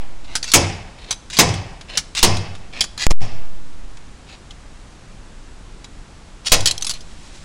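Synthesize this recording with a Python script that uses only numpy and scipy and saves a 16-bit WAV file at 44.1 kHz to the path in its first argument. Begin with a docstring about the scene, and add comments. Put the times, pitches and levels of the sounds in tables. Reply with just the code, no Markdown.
"""An axle rings down, a steel weight scrapes and clanks, then heavy blows crash and boom in an open garage.
A slide hammer pulls a wheel bearing out of an axle tube, close to a small microphone. Scrapes are random
catches that wake short rings; clanks and blows are shaped noise and decaying modes with weak reflections.
Blows overload the microphone and some throw it off its bias. The last frees the bearing, which rattles out;
a sleeve rustles. Rumble, hiss and a faint whine run throughout."""
import sys
import numpy as np
from scipy import signal
from scipy.fft import rfft, irfft, next_fast_len
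from scipy.io import wavfile

SR = 44100
rng = np.random.default_rng(int(sys.argv[2]) if len(sys.argv) > 2 else 0)


def master_out(mix):
    """Clip the mix to full scale and print it as 16-bit PCM to the path in sys.argv[1]."""
    frames = np.transpose(np.atleast_2d(mix))
    ceiling = np.clip(frames, -1, 1)
    pcm = np.round(ceiling * 32767).astype(np.int16)
    wavfile.write(sys.argv[1], SR, pcm)


N = 328104
T = np.arange(int(1.2 * SR)) / SR  # time axis of one event [s]
UNEVEN_DB = 3.8  # spread of chance resonances in crashes and clanks

# weight hits the stop: (time [s], crash [dB], axle ring [dB], thud [dB], boom [dB], microphone swing [factor])
STOP_BLOWS = [(-.42, 0, -10.5, -16, -20, 5.5), (0.5365, 9.5, -17, -11.5, -17.5, 0),
              (1.3877, 8.5, -17, -12, -15.5, 0), (2.2281, 5.5, -17.5, -15, -16.5, 0.91),
              (3.0666, 6.5, -20, -12.5, -17.5, 7), (6.5185, 7, -24.5, -33, -26.5, 1.04)]
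# rod rings, damped by the hands: (frequency [Hz], level [dB], t60 [s]); clanks shorten them further
ROD_RINGS = [(3400, 1.5, 0.079), (3870, -2.5, 0.041), (4400, -10.5, 0.066), (4880, 3, 0.036),
             (6100, -12, 0.061), (6900, 7, 0.041), (7800, -16.5, 0.097), (9550, -3, 0.12), (10200, -34, .1)]
# weight eased down the rod onto the near collar:
# (landing [s], slide length [s], slide [dB], clank [dB], favoured note [Hz])
RETURN_STROKES = [(0.353, 0.088, -40, -6.5, 5960), (1.1077, 0.13, -43, -8, 6170),
                  (1.973, .094, -36, -3.5, 5620), (2.8072, 0.083, -33.5, -3.5, 3270)]
# weight flung outward until the next blow:
# (start [s], slide [dB], hardest bite [share of stroke], knock as play is taken up [dB])
PULL_STROKES = [(0.4284, -26.5, 0.54, -13.5), (1.3004, -22, 0.47, -22), (2.15, -17.5, .47, -15),
                (2.977, -18.5, 0.56, -17), (6.447, -18.5, 0.36, -40)]


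def undb(db):
    """Decibels to gain."""
    return 10 ** (np.asarray(db) / 20)


def fade(t60_s):
    """Free exponential decay: down 60 dB after t60_s."""
    return np.exp(-np.log(1000) * T / t60_s)


def onset(time_s):
    """Exponential rise from zero towards 1."""
    return 1 - np.exp(-T / time_s)


def flicker(step_s):
    """Random level: a new normal value every step_s, joined by straight lines."""
    knots_s = np.arange(0, T[-1], step_s)
    return np.interp(T, knots_s, rng.standard_normal(len(knots_s)))


def add(track, start_s, sound):
    """Mix a sound in; it may have begun before zero."""
    i = int(start_s * SR)
    part = sound[max(-i, 0):N - i]
    first = max(i, 0)
    track[first:first + len(part)] += part


def colour(x, spectrum, tilt_db=0, uneven_db=0, note_hz=1000, note_db=0):
    """Give x a spectrum, tilted per octave, with chance resonances and one favoured note; rms 1."""
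    size = next_fast_len(len(x))
    f_hz = np.fft.rfftfreq(size, 1 / SR)
    octave = np.log2(np.maximum(f_hz, 1))
    hz, db = np.transpose(spectrum)
    gain_db = np.interp(octave, np.log2(hz), db)
    gain_db = gain_db + tilt_db * np.maximum(octave - 12, -1.3)  # pivot 4096 Hz, no further tilt in the lows
    # each contact point on the steel wakes other resonances
    grid_hz = np.arange(0, SR / 2, 130)
    gain_db = gain_db + uneven_db * np.interp(f_hz, grid_hz, rng.standard_normal(len(grid_hz)))
    gain_db = gain_db + note_db / (1 + ((f_hz - note_hz) / 170) ** 2)
    y = irfft(rfft(x, size) * undb(gain_db), size)[:len(x)]
    return y / np.std(y)


def dense(spectrum, **shape):
    """Countless overlapping modes, too close to tell apart: shaped noise."""
    return colour(rng.standard_normal(len(T)), spectrum, **shape)


def ring(modes, scatter_db):
    """Single decaying modes; each hit shares its force out anew, with random phases."""
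    total = np.zeros(len(T))
    for hz, db, t60_s in modes:
        level_db = db + scatter_db * rng.standard_normal()
        turn = rng.standard_normal()  # starting phase [cycles]
        total += undb(level_db) * fade(t60_s) * np.sin(2 * np.pi * (hz * T + turn))
    return total


def air():
    """Outdoor rumble and microphone hiss as shaped noise, plus the steady whine of the electronics."""
    # (frequency [Hz], relative density [dB])
    air_spectrum = [(12, -13.5), (20, 3.5), (43, -4.5), (90, -13.5), (125, -15), (278, -20), (337, -22),
                    (419, -25.5), (766, -27.5), (903, -27.5), (1120, -28), (2060, -32.5), (7660, -39),
                    (10400, -46), (14000, -87)]
    # (frequency [Hz], rms level [dB])
    whine_tones = [(3924, -76), (7870, -77.5)]
    noise = undb(-38.5) * colour(rng.standard_normal(N), air_spectrum)
    time_s = np.arange(N) / SR
    whine = sum(undb(db) * np.sqrt(2) * np.sin(2 * np.pi * hz * time_s) for hz, db in whine_tones)
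    return noise + whine


def sleeve():
    """Soft cloth rustle that swells and wavers as the tool is lifted away."""
    # (frequency [Hz], relative density [dB])
    cloth_spectrum = [(300, -6), (1500, -2), (4000, 1.5), (8000, -3), (10500, -11), (12500, -37)]
    out = np.zeros(N)
    level_db = -46 + 1.8 * flicker(.04)
    add(out, 6.96, undb(level_db) * onset(.2) * dense(cloth_spectrum))
    return out


def garage(x):
    """Weak diffuse reflections from floor and underbody, as a decaying noise response."""
    spectrum = [(100, 14.5), (3000, -3.0), (7000, -4.5), (10500, -4.5), (12500, -27)]
    echo = dense(spectrum) * fade(0.43) * onset(0.0023)
    return x + undb(-19) * signal.fftconvolve(x, echo / np.linalg.norm(echo))[:N]


def rub(speed):
    """Tiny catches between weight and rod wake short rings; fast strokes (1) are brighter, the rod sings."""
    # both: (frequency [Hz], relative density [dB])
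    fast_spectrum = [(100, -27), (1000, -10.5), (2200, 0.5), (3700, 5), (5000, 4.5), (6200, 1.5),
                     (8000, -5), (10400, -20), (11200, -25), (16000, -39.5)]
    slow_spectrum = [(100, -10.5), (800, -1.5), (1400, -9), (2600, 3.5), (3200, -3), (3900, 1.5),
                     (4600, -7.5), (5500, -12.5), (6500, -21), (10000, -27), (12000, -57)]
    squeak_db, catch_spread_db = 4.5, 2.5  # chance resonances; catches differ in force: grit
    grip = undb(2.5 * flicker(.004))
    hits = rng.random(len(T)) < 9000 / SR  # on average 9000 catches per second
    catches = grip * hits * rng.standard_normal(len(T))
    catches = catches * undb(catch_spread_db * np.minimum(rng.exponential(size=len(T)), 4))
    notes = signal.fftconvolve(catches, ring(ROD_RINGS, scatter_db=3))[:len(T)]
    fast = colour(catches, fast_spectrum, uneven_db=squeak_db) + undb(-12) * notes / np.std(notes)
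    slow = colour(catches, slow_spectrum, uneven_db=squeak_db)
    return speed * fast + (1 - speed) * slow


def travel(length_s, attack_s):
    """The weight gets going, slides for length_s and stops within milliseconds."""
    return onset(attack_s) * np.exp(-np.maximum(T - length_s, 0) / .004)


def rubs():
    """Steel rubs on steel as the tool is shifted and drawn out: catches that swell and fade."""
    # (peak time [s], rise and fall time each [s], level [dB], speed [0-1])
    rub_events = [(0.252, 0.013, -38.5, 0.45), (4.319, 0.067, -40, 0.32), (6.685, 0.032, -19, 1),
                  (6.955, 0.043, -40, 0.75)]
    out = np.zeros(N)
    for peak_s, rise_s, db, speed in rub_events:
        pressure = np.sin(np.pi / 2 * np.minimum(T / rise_s, 2)) ** 2
        add(out, peak_s - rise_s, undb(db) * pressure * rub(speed))
    return out


def return_slides():
    """Slow scrapes back down the rod; the hand presses unevenly."""
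    out = np.zeros(N)
    for landing_s, length_s, db, *_ in RETURN_STROKES:
        pressure = travel(length_s, attack_s=0.0061) * undb(3 * flicker(0.011))
        add(out, landing_s - length_s, undb(db) * pressure * rub(speed=0.19))
    return out


def pull_slides():
    """Fast strokes that bite partway, glide more quietly around the bite and end at the stop."""
    bite_width, glide_db = .22, -13.5  # width as a share of the stroke
    out = np.zeros(N)
    for start_s, db, bite_at, _ in PULL_STROKES:
        length_s = min(blow[0] for blow in STOP_BLOWS if blow[0] > start_s) - start_s
        bite = np.exp(-((T / length_s - bite_at) / bite_width) ** 2)
        pressure = travel(length_s, attack_s=0.0052) * undb(glide_db * (1 - bite))
        add(out, start_s, undb(db) * pressure * rub(speed=0.91))
    return out


def clanks(contacts, modes, crack_db, modes_db, note_db, contact_s):
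    """Light steel contacts: a short bright crack, then the notes of the struck part."""
    # (frequency [Hz], relative density [dB])
    crack_spectrum = [(60, -1.5), (400, -12), (900, -5), (2000, -3), (3800, 1.5), (6300, -1.5), (8000, -5),
                      (9000, -13), (10400, -7.5), (11000, -34.5), (11700, -19), (12500, -41),
                      (16000, -32.5)]
    out = np.zeros(N)
    for start_s, db, hz, t60_s, tilt_db in contacts:
        crack = dense(crack_spectrum, tilt_db=tilt_db, uneven_db=UNEVEN_DB, note_hz=hz, note_db=note_db)
        crack = crack * fade(t60_s)
        # whatever damps the crack also shortens the notes
        notes = ring(modes, scatter_db=3) * fade(5 * t60_s)
        mix = undb(crack_db) * crack + undb(modes_db) * notes
        add(out, start_s, undb(db) * mix * onset(contact_s))
    return out


def collar():
    """Contacts of each return landing on the near collar; the tilt is in dB per octave."""
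    t60_s, tilt_db = 0.077, 1.54
    return [(landing_s, db, hz, t60_s, tilt_db) for landing_s, _, _, db, hz in RETURN_STROKES]


def play():
    """The weight knocks on the rod as pulls start, as it rebounds and as it is handled; harder is brighter."""
    # (time [s], level [dB], favoured note [Hz])
    loose_knocks = [(0.441, -15, 6150), (0.5169, -9, 4430), (1.1258, -18, 3830), (1.3681, -11, 4700),
                    (1.3756, -13.5, 5100), (1.4892, -17.5, 5070), (1.5388, -18, 2120),
                    (1.8105, -27.5, 4000), (2.1898, -13, 3430), (2.3679, -17.5, 2120), (2.551, -29.5, 3200),
                    (2.8398, -15, 3930), (3.9703, -33.5, 1800), (4.5073, -27.5, 3260), (5.843, -26, 3860)]
    t60_s, tilt_db, brighter_per_db = 0.049, 3.5, 0.21  # tilt per octave for a 0 dB knock
    take_up_hz = 4120
    knocks = [(start_s, db, take_up_hz) for start_s, *_, db in PULL_STROKES] + loose_knocks
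    return [(start_s, db, hz, t60_s, tilt_db + brighter_per_db * db) for start_s, db, hz in knocks]


def weight():
    """The weight strikes collar and rod, and the rod rings briefly."""
    return clanks(collar() + play(), ROD_RINGS, crack_db=-4.5, modes_db=-22.0, note_db=7.5, contact_s=0.00065)


def bearing():
    """The freed bearing rattles on tube and jaws; all its contacts share one spectral tilt."""
    # (time [s], level [dB], favoured note [Hz], t60 [s])
    rattle_hits = [(6.6064, -11.5, 7350, 0.031), (6.6578, 2, 7860, 0.069), (6.6725, 0, 4490, 0.045),
                   (6.7105, -1, 4260, 0.035), (6.779, -11, 5400, 0.02), (6.8102, -21, 4340, 0.043),
                   (6.823, -8, 6150, .04), (6.846, -11.5, 8200, 0.047), (6.8669, -10.5, 10200, 0.088),
                   (6.8946, -6.5, 4730, 0.048), (6.9025, -10, 5130, 0.05), (6.9098, -9.5, 4130, 0.042),
                   (6.937, -19, 4150, 0.065), (7.0063, -29, 5040, 0.085)]
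    # race rings: (frequency [Hz], level [dB], t60 before contact damping [s])
    race_rings = [(3250, 3, .06), (4080, 2, 0.076), (4490, 3, 0.045), (6030, 5.5, 0.035), (8040, -9, 0.034),
                  (7930, -14, .07), (8100, -5, 0.049), (10440, -6, 0.12), (10800, -7, 0.076),
                  (11670, -10, 0.063)]
    contacts = [(*hit, 3.5) for hit in rattle_hits]  # tilt [dB per octave]
    return clanks(contacts, race_rings, crack_db=-8, modes_db=-22.5, note_db=13, contact_s=0.0002)


def axle():
    """Axle, plate and garage ring on after a blow; each band wavers and dies at its own pace."""
    # (frequency [Hz], relative density [dB])
    axle_spectrum = [(60, -18.5), (150, -1.5), (300, 3), (800, -2.5), (1100, -5), (1400, -9), (2200, -4.5),
                     (3000, -8.5), (4100, -13), (5200, 1), (6500, -10.5), (10000, -21.5), (11500, -37.5),
                     (16000, -63.5)]
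    # (band centre [Hz], t60 [s])
    band_decays = [(60, 1), (300, 0.6), (800, 0.96), (1400, 0.79), (2400, 0.83), (3800, 0.78), (5300, 0.54),
                   (8000, 0.52), (12000, 0.32)]
    # long rings of axle tube and brake plate: (frequency [Hz], level [dB], t60 [s])
    axle_rings = [(158, 0, .5), (344, 0, .42), (483, 0, .42), (563, -4, .42), (614, -5, .42),
                  (712, -3, .45), (795, -2, .7), (1024, -2, .4), (1104, -8, .5), (1884, -11, .45),
                  (2121, -6, .55), (2358, -13, .7), (2595, -7, .75), (3241, -11, .5), (3308, -12, .5),
                  (4678, -13, .45), (4834, -10, .4), (5027, -9, .4), (5218, -7, .42), (5459, -9, .4),
                  (5892, -11, .42)]
    body = rfft(dense(axle_spectrum, uneven_db=1.5))
    octave = np.log2(np.maximum(np.fft.rfftfreq(len(T), 1 / SR), 1))
    hz, t60s = np.transpose(band_decays)
    tail = np.zeros(len(T))
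    # each row of the identity opens one overlapping band
    for share, t60_s in zip(np.eye(len(hz)), t60s):
        band = irfft(body * np.interp(octave, np.log2(hz), share), len(T))
        tail += band * fade(t60_s) * undb(2.2 * flicker(.012))
    return (tail + undb(-6.5) * ring(axle_rings, scatter_db=1.5)) * onset(.006)


def body_boom():
    """The vehicle body answers late: a noisy panel boom and an unsteady low tone that swells."""
    # (frequency [Hz], relative density [dB])
    boom_spectrum = [(30, -21), (65, -3), (105, 0), (160, -6), (230, -16), (700, -61)]
    panels = dense(boom_spectrum) * fade(0.66) * onset(0.039)
    swell = np.exp(-((T - .11) / .07) ** 2) * onset(.02)
    cycles = 101.06 * T + .14 * flicker(.03)  # main boom [Hz] with random phase wander
    tone = np.sin(2 * np.pi * cycles) * swell * undb(3.1 * flicker(.025))
    return panels + undb(-7.5) * tone


def blows():
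    """The stop crashes at once, the axle tube knocks dully under the load and rings, the body booms."""
    # both: (frequency [Hz], relative density [dB])
    crash_spectrum = [(40, -3), (200, -7.5), (800, -6.5), (1400, -8.5), (2400, -2.5), (3500, -4.5),
                      (5200, -2), (7500, -6.5), (10000, -11.5), (11200, -21), (16000, -44)]
    thud_spectrum = [(50, -15.5), (150, -4.5), (300, 0), (500, 1), (800, -1.5), (1050, 4), (1400, -23),
                     (3000, -22.5), (8000, -48)]
    out = np.zeros(N)
    for start_s, crash_db, ring_db, thud_db, boom_db, _ in STOP_BLOWS:
        crash = dense(crash_spectrum, uneven_db=UNEVEN_DB) * fade(0.088) * onset(0.0017)
        thud = dense(thud_spectrum) * fade(0.27) * onset(0.005)
        hit = undb(crash_db) * crash + undb(thud_db) * thud
        add(out, start_s, hit + undb(ring_db) * axle() + undb(boom_db) * body_boom())
    return out


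def swing():
    """Some blows throw the microphone off its bias; it swings up, flips down and creeps back."""
    throw = np.exp(-T / .074) * (1 - T / .046) * (1 - T / .216)  # changes sign at 46 and 216 ms
    throw = throw * (1 - np.exp(-(T / .0021) ** 4))
    flip = 1 + .7 * np.exp(-((T - .046) / .018) ** 2)  # steeper around the first sign change
    creep = .009 * np.sin(np.pi * T / T[-1]) ** 2
    out = np.zeros(N)
    for start_s, *_, size in STOP_BLOWS:
        add(out, start_s, size * (throw * flip + creep))
    return out


def scene():
    """All sounds at the microphone; only the steel sounds get reflections."""
    slides = rubs() + return_slides() + pull_slides()
    steel = slides + weight() + bearing() + blows()
    return (air() + sleeve() + garage(steel) + swing())[None]


def record(dry):
    """The preamplifier clips, and goes mute while a swing pins it to the rail; the top is cut."""
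    rail, top_hz = .62, 15900
    low_pass = signal.ellip(8, .2, 70, top_hz, fs=SR, output="sos")
    return signal.sosfilt(low_pass, np.clip(dry, -rail, rail))


dry = scene()
out = record(dry)
master_out(out)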